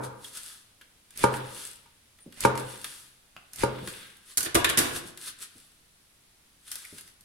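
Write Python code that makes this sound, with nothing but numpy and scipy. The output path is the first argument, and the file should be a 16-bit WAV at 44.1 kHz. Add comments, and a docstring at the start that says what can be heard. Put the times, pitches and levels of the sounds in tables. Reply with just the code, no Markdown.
"""At a table in a small room, a kitchen knife is pushed through a foam disc, close by.
Each cut runs alike: the foam crackles as the blade sinks in, the tip knocks on the table and makes
it ring, then the blade rasps in the slit and scrapes back out. Afterwards the knife is laid down
to the right with a clatter, and fingers rub and bend the foam over a faint rumble and hiss."""
import sys
import numpy as np
from scipy import signal
from scipy.fft import rfft, irfft, next_fast_len
from scipy.io import wavfile

SR = 44100
rng = np.random.default_rng(int(sys.argv[2]) if len(sys.argv) > 2 else 0)


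def inscribe(sig):
    """Save sig as 16-bit PCM at rate SR to the path in sys.argv[1].

    A 1-D sig is mono; a 2-D sig holds one channel per row.
    Samples are clipped to [-1, 1] before scaling.
    """
    pcm = np.round(np.clip(np.atleast_2d(sig).T, -1, 1) * 32767)
    wavfile.write(sys.argv[1], SR, pcm.astype(np.int16))


N = 319284
T = np.arange(N) / SR
SIDES = np.array([[1], [-1]])  # plus on the left, minus on the right

# The tip hits the table and rebounds. Each row: start in seconds, level in dB, bass change in dB.
TIP_KNOCKS = [(-.13, 1, -2.5), (1.2384, 0, -1.5), (1.338, -17, -11.5), (1.858, -43.5, -14),
              (2.4493, 0.44, -1.5), (2.552, -18.5, -24), (3.634, -7.5, 3)]
# The table's tones. Each row: pitch in Hz, level in dB, seconds to fade by 60 dB, stereo spread in dB.
TABLE_TONES = [(83, -26, .09, -18.5), (128, -24.5, 0.45, -29), (208, -19.5, 0.097, -15.5),
               (302.5, -16, 0.071, -19), (420, -12, 0.051, -28.5), (437, -23.5, 0.24, -13.5),
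               (504, -9, 0.03, 4), (560.3, -23, 0.18, -4), (832, -21.5, 0.12, -4), (936, -11, 0.078, -4),
               (1205, -23.5, 0.13, -3), (1417, -26, 0.11, -4.5), (1590, -15, 0.021, -4),
               (2295, -18, 0.026, -6.5)]
# The tone colours of the table's dense, noisy ring and of the cut. Each row: frequency in Hz, level in dB.
DENSE_RING_COLOUR = [(120, -12), (450, 1), (700, -7.5), (1000, -4), (1530, -6.5), (1850, -18),
                     (4000, -45.5)]
CUT_COLOUR = [(130, 1), (680, -11.5), (950, -10), (2300, -3.5), (4300, -7), (7500, -10.5), (10000, -4.5),
              (16000, -35)]
def knocks():
    """The tip ticks on the table, which rings with a few clear tones and many more blurred into noise."""
    t, ring = T[:SR], 0
    for k, (hz, db, fade_s, spread_db) in enumerate(TABLE_TONES):
        phase = 2 * np.pi * hz * t
        wave = np.sin(phase) + undb(spread_db) * np.cos(phase) * (-1) ** (k // 2) * SIDES
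        # neighbouring tones swing against each other
        ring = ring + (-1) ** k * undb(db) * wave * np.exp(-np.log(1000) * t / fade_s)
    ring = room(ring * np.minimum(t / 0.0019, 1), wet_db=-11.5, early_db=-23)
    blows, ticks = np.zeros((2, 2, N))
    for s, db, bass_db in TIP_KNOCKS:
        dense_ring = unit(colour(stereo_noise(SR, 0.3), DENSE_RING_COLOUR))
        dense_ring = dense_ring * np.exp(-t / 0.1) * np.minimum(t / 0.0032, 1)
        add(blows, s, undb(db) * colour(ring + undb(-27) * dense_ring, [(550, bass_db), (880, 0)]))
        add(ticks, s, undb(-22 + 0.85 * db) * burst(CUT_COLOUR, decay_s=0.0059, alike=0.85))
    return blows + room(ticks, wet_db=-8, early_db=-15)


def pushes(cuts, lead_s=0.0013):
    """The blade sinks through the foam ever faster, up to the knock that ends each cut."""
    speed = sum(stroke(s - lead_s, rise_s=0.076, fall_s=0.022) for s in cuts)
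    return undb(-33) * speed * friction(CUT_COLOUR, per_s=670, spread_db=1, grain_db=2.5, alike=0.31)


# The blade's last pull out of the disc. Each row: peak time in seconds, level in dB, length in seconds.
PULL_OUT = [(3.98, -49.5, 0.51)]
# The tone colour of the disc's body. Each row: frequency in Hz, level in dB.
DISC_COLOUR = [(800, -15), (1500, 1.5), (2300, -1), (3600, 1), (6500, -19.5)]
def rasp(cuts, blade, fingers, lag_s=0.14):
    """The disc rasps as the blade works sideways in the slit or pulls out, and under scrapes and rubs."""
    twist = undb(-52) * sum(stroke(s + lag_s, rise_s=0.25, fall_s=0.47) for s in cuts if s > 0)
    sliding_power = (undb(-13.5) * blade) ** 2 + (undb(-10.5) * fingers) ** 2
    level = np.sqrt(twist ** 2 + strokes(PULL_OUT) ** 2 + sliding_power)
    return level * friction(DISC_COLOUR, per_s=400, spread_db=3, grain_db=1, alike=0.34)


# The bright tone colour of snapping foam and struck steel. 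Each row: frequency in Hz, level in dB.
BRIGHT_COLOUR = [(2500, -25.5), (4500, -8.5), (7300, -8), (9400, -2.5), (12000, -5), (16000, -23.5)]
# Larger foam cells break. Each row: start in seconds, level of the snap in dB, level of the body in dB.
CELL_SNAPS = [(0.2438, -40, -46), (0.8131, -51.5, -48.5), (1.106, -47.5, -54.5), (1.1738, -31, -47.5),
              (2.186, -59, -54), (2.3235, -49, -48.5), (2.4057, -26, -48), (2.5757, -31.5, -51),
              (2.843, -30.5, -31), (3.533, -37, -52), (3.559, -37, -61), (3.8737, -34, -33.5),
              (4.1684, -51, -64), (5.1737, -39, -43.5), (6.7155, -28.5, -37.5), (6.755, -31.5, -44),
              (6.85, -41, -57), (6.984, -41, -45), (7.009, -42, -59), (7.076, -47.5, -55),
              (7.208, -49.5, -70)]
def snaps():
    """Single cell walls break with a bright snap, and the body of the disc answers."""
    out = np.zeros((2, N))
    for s, snap_db, body_db in CELL_SNAPS:
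        add(out, s, undb(snap_db) * burst(BRIGHT_COLOUR, decay_s=0.0015, alike=0.18))
        add(out, s, undb(body_db) * burst(DISC_COLOUR, decay_s=0.0041, alike=0.94))
    return out


def crackle(cuts, sliding, per_s=68, spread_db=5, lead_s=0.027):
    """Small cell walls give way at random as the tip works in and as steel or skin slides along."""
    prick = undb(-46.5) * sum(stroke(s - lead_s, rise_s=0.077, fall_s=0.046) for s in cuts)
    level = prick + undb(-5) * sliding
    kicks = random_kicks(per_s, spread_db, limit=3)
    snap = burst(BRIGHT_COLOUR, decay_s=0.001, alike=0.17, attack_s=0.00023)
    snap += undb(-12) * burst(DISC_COLOUR, decay_s=0.0016, alike=1)
    return level * unit(signal.fftconvolve(kicks[None], snap, axes=1)[:, :N])


# Blade and fingers slide on the foam. Each row: peak time in seconds, level in dB, length in seconds.
BLADE_SCRAPES = [(.047, -41.5, 0.048), (.27, -48, 0.16), (.37, -41, 0.11), (.48, -46.5, 0.4),
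                 (1.355, -44, 0.092), (1.618, -43.5, 0.41), (2.595, -46.5, 0.076), (2.715, -46, 0.18),
                 (2.91, -47, 0.56), (3.89, -43.5, 0.1), (3.97, -51.5, 0.56)]
FINGER_RUBS = [(4.31, -50, 0.15), (4.965, -34, 0.074), (5.08, -48, 0.11), (5.235, -44.5, 0.12),
               (5.282, -36.5, 0.075), (5.428, -40.5, 0.073), (5.6, -59.5, 0.49), (6.68, -50, 0.075),
               (6.735, -45.5, 0.13), (6.8, -49.5, 0.24), (6.9, -53.5, 0.42), (6.985, -50, 0.14),
               (7.08, -58.5, 0.17)]
# The tone colour of their hiss. Each row: frequency in Hz, level in dB.
SLIDING_COLOUR = [(300, -14), (750, -23.5), (1300, -7), (2400, -13.5), (3400, -5), (6900, -8.5),
                  (10200, -1), (12200, -11), (16000, -25)]
def foam(full_cut_db=-12):
    """Steel and skin hiss along the foam, mixed with its pushes, rasp, crackle and snaps."""
    cuts = [s for s, db, _ in TIP_KNOCKS if db > full_cut_db]
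    blade, fingers = strokes(BLADE_SCRAPES), strokes(FINGER_RUBS)
    sliding = np.hypot(blade, fingers)
    cutting = pushes(cuts) * undb(-1.1 * SIDES)  # a little to the right
    hiss = sliding * friction(SLIDING_COLOUR, per_s=1100, spread_db=2, grain_db=-2.5, alike=0.71)
    scraping = (hiss + rasp(cuts, blade, fingers)) * undb(0.6 * SIDES)  # a little to the left
    return room(cutting + scraping + crackle(cuts, sliding) + snaps(), wet_db=-7, early_db=-4)


# The knife bounces. Each row: start in seconds, levels of blade, handle and table in dB, and the level
# change for the rebound in dB.
KNIFE_BOUNCES = [(4.372, -11, -27.5, -34.5, -0.5), (4.4053, -18, -28, -55, -17.5),
                 (4.4288, -19, -35, -39.5, -7), (4.4474, -25, -37.5, -37.5, 0),
                 (4.4592, -29, -24, -33, -10), (4.545, -16, -19, -17, 7), (4.6438, -14, -8.5, -33.5, -21),
                 (4.6903, -21, -21.5, -37.5, 4.5), (4.7732, -10.5, -16, -21, -1),
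                 (4.7869, -8.5, -19, -43, -24)]
# The tone colours of the struck handle and table. Each row: frequency in Hz, level in dB.
HANDLE_COLOUR = [(800, -13), (1500, -2.5), (2300, -3), (3800, -3), (6500, -31)]
THUD_COLOUR = [(40, -14.5), (130, -2), (220, -7.5), (340, 2), (550, -6.5), (800, -8.5), (1150, -6),
               (2200, -34)]
# The blade's ring and its short, high chink. Each row: pitch in Hz, width in Hz, level in dB.
RING_TONES = [(1470, 40, -0.5), (1650, 9.2, 2), (1750, 68, -12), (9270, 45, -7)]
CHINK_TONES = [(6200, 110, -10.5), (7350, 46, 1.5), (8810, 40, -9.5), (9910, 44, 1.5)]
def knife_down(rebound_s=0.0061, slide_s=4.79, fade_db_per_s=123, lag_s=0.00056):
    """Steel blade and wooden handle bounce on the table, each contact twice, then slide to rest."""
    knife, table = np.zeros((2, 2, N))
    for first_s, blade_db, handle_db, table_db, rebound_db in KNIFE_BOUNCES:
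        for s, db in (first_s, 0), (first_s + rebound_s, rebound_db):
            clink = burst(BRIGHT_COLOUR, decay_s=0.006, alike=0.13, attack_s=0.00034)
            add(knife, s, undb(blade_db + db) * clink)
            add(knife, s, undb(handle_db + db) * burst(HANDLE_COLOUR, decay_s=0.0061, alike=0.16))
            add(table, s, undb(table_db + db) * burst(THUD_COLOUR, decay_s=0.018, alike=1))
    slide = (T > slide_s) * undb(-fade_db_per_s * np.abs(T - slide_s))
    knife += slide * undb(-25.5) * unit(colour(stereo_noise(N, 0.3), BRIGHT_COLOUR))
    knife += slide * undb(-28.5) * unit(colour(stereo_noise(N, 0.52), HANDLE_COLOUR))
    table += slide * undb(-29) * unit(colour(stereo_noise(N, 0.94), THUD_COLOUR))
    ringing = undb(3) * resonate(knife, RING_TONES) + undb(-2) * resonate(knife, CHINK_TONES)
    left, right = undb(-3.5) * knife + ringing + table
    # the knife lies to the right, so its sound reaches the left later
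    heard = np.array([np.interp(T - lag_s, T, left), right])
    return room(heard, wet_db=-6, early_db=-13)


# Clicks in the grip. Each row: start in seconds, level in dB.
GRIP_CLICKS = [(0.8119, -49), (1.339, -33), (1.5644, -43), (2.576, -32.5), (3.3647, -39)]
# Their tone colour. Each row: frequency in Hz, level in dB.
CLICK_COLOUR = [(300, -6.5), (1900, -5), (2900, -4.5), (3700, -16.5), (9000, -30.5)]
def clicks():
    """The knife shifts in the grip with short, dull clicks."""
    out = np.zeros((2, N))
    for s, db in GRIP_CLICKS:
        add(out, s, undb(db) * burst(CLICK_COLOUR, decay_s=0.0016, alike=1, attack_s=0.0004))
    return room(out, wet_db=-5, early_db=-2)


# The hand bumps the foam. Each row: start in seconds, level in dB.
HAND_BUMPS = [(2.258, -35.5), (3.822, -30.5), (3.866, -34), (5.043, -39), (5.551, -48.5), (6.923, -40)]
# The tone colour of a bump. Each row: frequency in Hz, level in dB.
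BUMP_COLOUR = [(40, -15), (140, 2.5), (330, -1), (550, -9.5), (1500, -42)]
def bumps():
    """The hand presses the soft disc with short, dull bumps."""
    out = np.zeros((2, N))
    for s, db in HAND_BUMPS:
        add(out, s, undb(db) * burst(BUMP_COLOUR, decay_s=0.018, alike=0.94, attack_s=0.0036))
    return out


# The foam squeaks. Each row: start in seconds, length in seconds, pitch in Hz, level in dB.
FOAM_SQUEAKS = [(0.2437, 0.013, 3400, -43), (2.2, 0.047, 9340, -56), (6.844, 0.018, 2150, -45.5)]
def squeaks(width_hz=420):
    """Steel or skin sticks on the foam, which sings briefly in a narrow band of noise."""
    out = 0
    for s, length_s, hz, db in FOAM_SQUEAKS:
        swell = np.sin(np.pi * np.clip((T - s) / length_s, 0, 1)) ** 0.5
        band = signal.butter(2, [hz - width_hz / 2, hz + width_hz / 2], "band", fs=SR)
        out = out + undb(db) * swell * unit(signal.lfilter(*band, stereo_noise(N, 0.42)))
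    return out


# The room's echo. Each row: frequency in Hz, seconds to fade by 60 dB.
ECHO_FADES = [(100, 1), (450, 0.76), (1100, 0.72), (3000, 0.6), (8000, 0.26), (15000, 0.18)]
def room(x, wet_db, early_db):
    """Add early echoes from the table and near walls (early_db) and a smooth fading tail (wet_db)."""
    t = T[:SR]
    hz = np.fft.rfftfreq(SR, 1 / SR)
    mid, side = rfft(rng.standard_normal((2, SR)))
    noise = mid + side * np.minimum(hz / 520, 1) * SIDES  # low sounds reach both sides alike
    centres, tail = np.array(ECHO_FADES)[:, 0], 0
    for share, (_, fade_s) in zip(np.eye(len(centres)), ECHO_FADES):
        band = irfft(noise * read_curve(hz, np.c_[centres, share]))
        tail = tail + band * np.exp(-np.log(1000) * t / fade_s)
    tail = unit(tail * np.minimum(t / 0.006, 1))
    early = unit(stereo_noise(SR, 0.038) * np.exp(-t / 0.023) * (t > 0.001))
    echo = (undb(wet_db) * tail + undb(early_db) * early) / np.sqrt(SR)
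    return x + signal.fftconvolve(x, echo, axes=1)[:, :x.shape[1]]


# The tone colour of the quiet room. Each row: frequency in Hz, level in dB.
AIR_COLOUR = [(25, -12.5), (108, -14), (620, -26), (1200, -26.5), (3800, -25.5), (7000, -30), (10000, -25),
              (16000, -40)]
def air():
    """Quiet room rumble, alike on both sides, under microphone hiss."""
    mid, side = colour(rng.standard_normal((2, N)), AIR_COLOUR)
    side = signal.lfilter(*signal.butter(1, 500, "high", fs=SR), side)
    return undb(-64) * (mid + side * SIDES) / np.std(mid)


def friction(points, per_s, spread_db, grain_db, alike):
    """Countless foam cells catch and let go: a fine hiss with larger grains in it."""
    kicks = random_kicks(per_s, spread_db, limit=4)
    grains = signal.lfilter([1], [1, -np.exp(-1 / (SR * 0.00061))], kicks)
    roughness = np.sqrt(1 + (undb(grain_db) * unit(grains)) ** 2)
    return unit(colour(stereo_noise(N, alike) * roughness, points))


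def random_kicks(per_s, spread_db, limit):
    """Spikes at random times, most of them small and a few large."""
    sizes = undb(spread_db * np.minimum(rng.exponential(size=N), limit))
    return sizes * (rng.random(N) < per_s / SR)


def burst(points, decay_s, alike, attack_s=0.0028):
    """A short crack of noise that builds as the contact closes; all bursts have the same energy."""
    t = T[:SR // 8]
    shape = np.exp(-t / decay_s) * (1 - np.exp(-t / attack_s))
    crack = colour(stereo_noise(len(t), alike) * shape, points)
    return crack / np.sqrt(np.sum(crack ** 2) / (SR / 200))


def stroke(s, rise_s, fall_s):
    """The speed of one stroke peaks at time s; rise and fall are the times for a 20 dB change."""
    return 10 ** -(np.abs((T - s) / np.where(T < s, rise_s, fall_s)) ** 1.3)


def strokes(rows, rise_share=0.58):
    """The level of a series of strokes, each speeding up for rise_share of its length."""
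    return np.sqrt(sum((undb(db) * stroke(s, rise_share * length, (1 - rise_share) * length)) ** 2
                       for s, db, length in rows))


def stereo_noise(count, alike, shared_below_hz=230):
    """Left and right noise with shared bass; above it, alike runs from 0 (unrelated) to 1 (the same)."""
    mid, side = rng.standard_normal((2, count))
    side = signal.lfilter(*signal.butter(1, shared_below_hz, "high", fs=SR), side)
    return np.sqrt((1 + alike) / 2) * mid + np.sqrt((1 - alike) / 2) * side * SIDES


def resonate(x, tones):
    """Let x set the given tones ringing."""
    return sum(undb(db) * signal.lfilter(*signal.iirpeak(hz, hz / width, fs=SR), x)
               for hz, width, db in tones)


def colour(x, points):
    """Give x a tone colour drawn through (Hz, dB) points."""
    size = 2 * next_fast_len(x.shape[-1])
    gains = undb(read_curve(np.fft.rfftfreq(size, 1 / SR), points))
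    # fold the filter so that nothing sounds before its cause
    cepstrum = irfft(np.log(gains))
    cepstrum[1:size // 2] *= 2
    cepstrum[size // 2 + 1:] = 0
    return irfft(rfft(x, size) * np.exp(rfft(cepstrum)))[..., :x.shape[-1]]


def read_curve(hz, points):
    """Read between (Hz, value) points, with octaves evenly spaced."""
    known_hz, values = np.transpose(points)
    return np.interp(np.log(np.maximum(hz, 1)), np.log(known_hz), values)


def add(out, s, sound):
    """Mix a stereo sound in at s seconds; one that starts before zero is already under way."""
    start = int(round(s * SR))
    sound = sound[:, max(-start, 0):N - start]
    out[:, max(start, 0):max(start, 0) + sound.shape[1]] += sound


def undb(db):
    """Turn decibels into a gain."""
    return 10 ** (np.asarray(db) / 20)


def unit(x):
    """Scale to an average (rms) level of 1."""
    return x / np.sqrt(np.mean(x ** 2))


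def scene():
    """Knife, foam and hands at the table, over the quiet room."""
    cutting = knocks() + foam() + clicks()
    handling = room(bumps() + squeaks(), wet_db=-9.5, early_db=-21.5)
    return cutting + handling + knife_down() + air()


def record(dry, top_hz=16200):
    """The camera cuts off the highest treble."""
    return signal.sosfilt(signal.ellip(8, 0.2, 70, top_hz, fs=SR, output="sos"), dry)


dry = scene()
out = record(dry)
inscribe(out)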